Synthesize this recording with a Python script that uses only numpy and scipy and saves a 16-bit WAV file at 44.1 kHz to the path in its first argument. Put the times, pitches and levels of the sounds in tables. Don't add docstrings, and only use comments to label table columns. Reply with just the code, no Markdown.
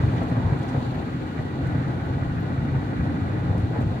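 import sys
import numpy as np
from scipy import signal
from scipy.fft import rfft, irfft
from scipy.io import wavfile
from scipy.ndimage import uniform_filter1d

SR = 44100
rng = np.random.default_rng(int(sys.argv[2]) if len(sys.argv) > 2 else 0)


def dump(signal):
    limited = np.clip(np.atleast_2d(signal).T, -1, 1)
    pcm = np.round(limited * 32767).astype(np.int16)
    wavfile.write(sys.argv[1], SR, pcm)


N = 176400

# f/Hz, level difference/dB
MIC_BALANCE = [(40, 1), (60, 3), (130, 0.8), (260, -1), (310, 3.5), (370, -2.3), (430, 3.5), (500, 8.5),
               (620, 2), (780, 7.5), (950, -3.5), (1180, -0.5), (1450, -0.8), (1650, -3), (1900, -3),
               (2200, -1.5), (2900, 7.5), (3600, 3), (4300, -2.3), (5400, 4), (7100, -11.5), (9100, 9.5),
               (11500, 1.5), (15500, -5)]
# f/Hz, coherence/0-1
MIC_COHERENCE = [(30, .92), (70, .95), (130, .97), (260, .88), (380, .65), (560, .48), (780, .7),
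                 (920, .35), (1150, .72), (1400, .25), (1900, .56), (2100, .1), (2350, .45), (2700, .2),
                 (5000, .1)]
# f/Hz, phase/rad
MIC_LEAD = [(30, 0), (140, 0), (280, .25), (410, 1.2), (540, .4), (800, .7), (1000, 1.4), (1170, 3),
            (1600, 4.3), (2250, 6.3), (2900, 9)]
# f/Hz, spread/dB
PANEL_RIPPLE = [(300, 0), (500, 1.3), (2000, 1.2), (4000, .6), (8000, .3)]

# t/s, level/dB
BOOM_LEVEL = [(.03, -24), (.18, -25.5), (.26, -31.5), (.36, -28), (.55, -29.5), (.7, -37), (.85, -32),
              (1.2, -36), (1.55, -32.5), (1.77, -27.5), (1.92, -33), (2.15, -29), (2.9, -30.5),
              (3.4, -27.5), (3.579, -26.5), (3.72, -31.5), (3.86, -25.5), (4, -31.5)]
DRONE_LEVEL = [(.03, -30.5), (.4, -32.5), (.9, -32.5), (1.2, -33), (1.47, -35), (1.58, -31.5),
               (1.78, -30.5), (2.05, -34.5), (2.65, -32.5), (2.83, -33), (3.1, -27.5), (3.4, -33.5),
               (3.8, -31), (4, -32)]
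ROAR_LEVEL = [(.03, -35), (0.239, -37.5), (.52, -38), (.68, -38.5), (.78, -39), (.95, -37), (1.1, -40.5),
              (1.5, -39.5), (1.85, -36.5), (2.3, -39), (2.9, -39.5), (3.55, -37), (3.66, -41),
              (3.78, -34.5), (3.84, -38.5), (4, -39)]
COARSE_ASPHALT_LEVEL = [(0, -63), (.2, -48), (.36, -40.5), (.55, -40.5), (.66, -50), (.8, -43),
                        (1.05, -68.5), (4, -79)]
TREAD_LEVEL = [(.03, -43.5), (.3, -44), (.7, -46), (1.0, -46), (1.25, -47.5), (1.55, -48.5), (1.72, -44),
               (2.1, -46.5), (2.8, -46), (3.55, -44.5), (3.69, -49), (3.76, -42.5), (3.85, -49.5),
               (4, -50.5)]
HISS_LEVEL = [(0, -51.5), (.5, -54), (.85, -52.5), (1.1, -54.5), (1.7, -54.5), (2.3, -55.5), (4, -55)]
# f/Hz, relative level/dB
BOOM_COLOUR = [(22, -28), (40, -23), (53, -18), (61, -5.5), (72, -12.5), (82, -3), (100, -2), (125, -3.5),
               (170, -8)]
DRONE_COLOUR = [(170, 0), (210, -5), (238, -0.5), (262, -3.5), (285, -4), (308, -0.5), (350, -12)]
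ROAR_COLOUR = [(350, -3), (430, 0.5), (520, -2.5), (610, -7), (720, -5), (810, -4.5), (950, -11.5),
               (1100, -10)]
COARSE_ASPHALT_COLOUR = [(680, -1.5), (830, 0), (1000, -1), (1200, -7)]
TREAD_COLOUR = [(1080, -9), (1180, 3), (1390, -1.5), (1460, 0.5), (1580, 0), (1950, -3.5), (2140, -8),
                (2320, -6.5), (2500, -13)]
HISS_COLOUR = [(2500, -3.5), (2860, 1.7), (3100, -3.5), (3500, -1.5), (4300, -3.5), (5100, -14.5),
               (7200, -15), (8100, -20), (9100, -19.5), (11500, -28), (13000, -28), (15500, -24)]
# f/Hz, width/Hz, base level/dB
TREAD_RINGS = [(1140, 140, -56.5), (1470, 64, -53), (1630, 80, -61), (1938, 100, -55.5)]
# t/s, gain/dB
TREAD_RING_SWELL = [(0, -2), (1.2, -3.5), (1.75, 3.5), (2.2, 1), (3.55, -0.5), (4, -5)]

# t/s, f/Hz
FIRING_RATE = [(0, 128.4), (.4, 127.4), (.8, 131), (1.8, 129.5), (2.4, 130.2), (2.9, 130.1), (3.5, 130.1),
               (4, 128)]
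# t/s, firing tone level/dB, octave level/dB
HUM_LEVELS = [(0, -35, -33.5), (.5, -34, -43), (.9, -33, -35.5), (1.3, -46, -49), (1.8, -31, -55),
              (2.3, -37.5, -36), (2.75, -31.5, -41.5), (3.05, -39.5, -39), (4, -43, -48.5)]
# f/Hz, left level/dB, right level/dB, waver/share of pitch
WHINES = [(365.5, -49, -46, .007), (521, -55, -60, .007), (2448, -67, -71, .001)]

# t/s, thump level/dB, thump f/Hz, panel level/dB, knock level/dB
BUMPS = [(.14, -18.5, 129, -33, -53), (0.213, -27, 112, -32, -26), (0.313, -14.5, 118, -28, -31.5),
         (.365, -16, 115, -20.5, -30), (.443, -14.5, 117, -32, -44), (.518, -11.5, 123, -37, -31),
         (0.599, -18.5, 129, -30, -45), (.741, -19, 127, -25.5, -28), (0.769, -15, 124.6, -32, -45),
         (1.389, -17, 107, -49, -38), (1.745, -17, 156, -25, -33.5), (1.774, -26, 135, -30.5, -41),
         (2.645, -26, 128, -21.5, -40), (3.492, -16, 102, -32, -40), (3.546, -17.5, 135, -39, -32.5),
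         (3.575, -15.5, 101, -28, -43), (3.63, -18, 105, -33, -51), (3.783, -19.5, 128, -21, -37),
         (3.826, -23, 86, -36, -45), (3.861, -15, 106, -41, -49)]
# f/Hz, relative level/dB
KNOCK_COLOUR = [(250, -26), (480, 8.5), (760, -2), (1100, -8), (2000, -19.5)]
# t/s, relative level/dB, centre f/Hz, width/octaves, decay/s, ring/share of scrape
TRIM_TICKS = [(0.178, -48, 3200, 0.29, 0.008, .3), (.229, -61, 7000, 0.48, .006, .3),
              (.287, -66, 9000, .5, .004, .15), (.298, -63, 8000, .3, .005, .3),
              (.589, -63, 8300, .35, .004, .2), (.627, -58, 5440, 0.52, .012, .15),
              (.679, -59, 4500, .6, .006, .2), (0.686, -55.5, 4950, 0.59, .015, .45),
              (.824, -54, 3800, 0.3, .008, .4), (.845, -53, 4000, .12, 0.021, .4),
              (.862, -60, 4500, .7, .003, .3), (.946, -69, 14500, .2, .005, .2),
              (.959, -67, 14500, .2, .003, .2), (1.669, -58.5, 7500, 0.28, 0.0055, .2),
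              (2.026, -68, 14500, .15, .004, .2), (2.058, -70, 12000, .4, .005, .2),
              (2.402, -62, 14800, 0.15, .005, .3), (3.579, -57.5, 6500, 0.6, 0.0027, .2),
              (3.593, -66, 10300, .13, .006, .3), (3.805, -62, 10000, .6, 0.0027, .2),
              (3.814, -62, 6450, .5, 0.0097, .3)]
TICK_MODE_RATIOS = [1, 1.16, 1.78]


def undb(db):
    return 10 ** (np.asarray(db) / 20)


def curve(rows, column=1):
    rows = np.array(rows, float)
    return np.interp(np.arange(N) / SR, rows[:, 0], rows[:, column])


def octaves(size=N):
    return np.log2(np.maximum(np.arange(size // 2 + 1) * SR / size, 1))


def across(rows, bins):
    rows = np.array(rows, float)
    return np.interp(bins, np.log2(rows[:, 0]), rows[:, 1])


def unit(x):
    return x / np.sqrt(np.mean(x ** 2))


def wander(rate_hz):
    hold = max(int(SR / rate_hz), 2)
    steps = rng.standard_normal(1000)[np.arange(N) // hold % 1000]
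    return unit(uniform_filter1d(uniform_filter1d(steps, hold), hold))


def tone(hz):
    return np.sqrt(2) * np.sin(2 * np.pi * (np.cumsum(hz) / SR + rng.random()))


def window(start, length_s=.16):
    first = int(start * SR)
    at = np.arange(first, min(first + int(length_s * SR), N))
    return at, (at - first) / SR


def burst(age, rise_s, decay_s):
    shape = (1 - np.exp(-(age / rise_s) ** 2)) * np.exp(-age / decay_s)
    return shape / shape.max()


def cabin_noise(colour, skirt_db_per_octave=93, panel_spacing_hz=21.98):
    low, high = np.log2(colour[0][0]), np.log2(colour[-1][0])
    bins = octaves()
    bins = bins[bins < high + 1]
    octaves_outside = np.maximum(low - bins, 0) + np.maximum(bins - high, 0)
    panels = np.interp(2 ** bins / panel_spacing_hz, np.arange(2048), rng.standard_normal(2048))
    ripple_db = across(PANEL_RIPPLE, bins) * panels
    gain = undb(across(colour, bins) - skirt_db_per_octave * octaves_outside + ripple_db)
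    shared, own = rng.standard_normal((2, N + 2)).view(complex)[:, :len(bins)]
    alike = across(MIC_COHERENCE, bins)
    balance = undb(across(MIC_BALANCE, bins))
    left = shared * balance
    right = (alike * shared + np.sqrt(1 - alike ** 2) * own) * np.exp(-1j * across(MIC_LEAD, bins))
    return unit(irfft(np.array([left, right]) * gain / np.hypot(balance, 1), N))


def rolling(colour, level, flutter_db, flutter_hz, even_s):
    noise = cabin_noise(colour)
    power = uniform_filter1d(np.mean(noise ** 2, axis=0), int(even_s * SR))
    return noise / np.sqrt(power) * undb(curve(level) + flutter_db * wander(flutter_hz))


def body():
    boom = rolling(BOOM_COLOUR, BOOM_LEVEL, flutter_db=2, flutter_hz=25, even_s=.067)
    drone = rolling(DRONE_COLOUR, DRONE_LEVEL, flutter_db=-.3, flutter_hz=14, even_s=.13)
    return undb(1.66) * boom + undb(.5) * drone


def tyres():
    roar = rolling(ROAR_COLOUR, ROAR_LEVEL, flutter_db=1.6, flutter_hz=41, even_s=.077)
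    coarse = rolling(COARSE_ASPHALT_COLOUR, COARSE_ASPHALT_LEVEL,
                     flutter_db=1.5, flutter_hz=35, even_s=.15)
    tread = rolling(TREAD_COLOUR, TREAD_LEVEL, flutter_db=1.51, flutter_hz=56, even_s=.05)
    hiss = rolling(HISS_COLOUR, HISS_LEVEL, flutter_db=.5, flutter_hz=72, even_s=.097)
    return undb(1.24) * roar + coarse + undb(3) * tread + undb(2) * hiss


def tread_rings(wander_db=2):
    out = 0
    for hz, width_hz, db in TREAD_RINGS:
        detuning = (2 ** octaves() - hz) / (width_hz / 2)
        drive = cabin_noise([(hz / 2, 0), (hz * 2, 0)])
        ring = unit(irfft(rfft(drive) / (1 + detuning ** 2), N))
        out += ring * undb(db + curve(TREAD_RING_SWELL) + wander_db * wander(9))
    return out


def engine(speed_jitter=.01392, flutter_db=2):
    firing_hz = curve(FIRING_RATE) * (1 + speed_jitter * wander(12))
    out = 0
    for harmonic in (1, 2):
        hum_db = curve(HUM_LEVELS, column=harmonic)
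        out += tone(harmonic * firing_hz) * undb(hum_db + flutter_db * wander(25))
    return out


def whines(wander_db=1.7):
    out = 0
    for hz, left_db, right_db, waver in WHINES:
        whine = tone(hz * (1 + waver * wander(24.82)))
        out += whine * undb(wander_db * wander(2.7)) * undb([[left_db], [right_db]])
    return out


def bumps(panel_hz=256):
    knock_noise = cabin_noise(KNOCK_COLOUR)
    out = np.zeros((2, N))
    for start, thump_db, thump_hz, panel_db, knock_db in BUMPS:
        at, age = window(start)
        thump = undb(thump_db) * np.sin(2 * np.pi * thump_hz * age)
        panel = undb(panel_db) * np.sin(2 * np.pi * panel_hz * age)
        out[:, at] += (thump + panel) * burst(age, rise_s=.0084, decay_s=.012)
        out[:, at] += undb(knock_db) * knock_noise[:, at] * burst(age, rise_s=.0035, decay_s=.012)
    return out


def trim(gain_db=3.5):
    out = np.zeros((2, N))
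    for start, db, hz, width, decay_s, ring_share in TRIM_TICKS:
        at, age = window(start)
        band = np.exp(-.5 * ((octaves(len(at)) - np.log2(hz)) / width) ** 2)
        noise = rng.standard_normal((2, len(at)))
        scrape = unit(irfft(rfft(noise) * band, len(at)))
        modes_hz = [min(hz * ratio, SR / 2) for ratio in TICK_MODE_RATIOS]
        ring = unit(sum(np.sin(2 * np.pi * (f * age + rng.random((2, 1)))) for f in modes_hz))
        envelope = burst(age, rise_s=.0016, decay_s=decay_s)
        out[:, at] += undb(db + gain_db) * (scrape + ring_share * ring) * envelope
    return out


def scene():
    return body() + tyres() + tread_rings() + bumps() + engine() + whines() + trim()


def record(dry):
    fade_s, top_hz = .002, 15700
    from_edge_s = np.minimum(np.arange(N), np.arange(N)[::-1]) / SR
    fade = np.sin(np.pi / 2 * np.minimum(from_edge_s / fade_s, 1)) ** 2
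    low_pass = signal.ellip(10, .1, 80, top_hz, fs=SR, output="sos")
    return signal.sosfilt(low_pass, dry * fade)


dry = scene()
out = record(dry)
dump(out)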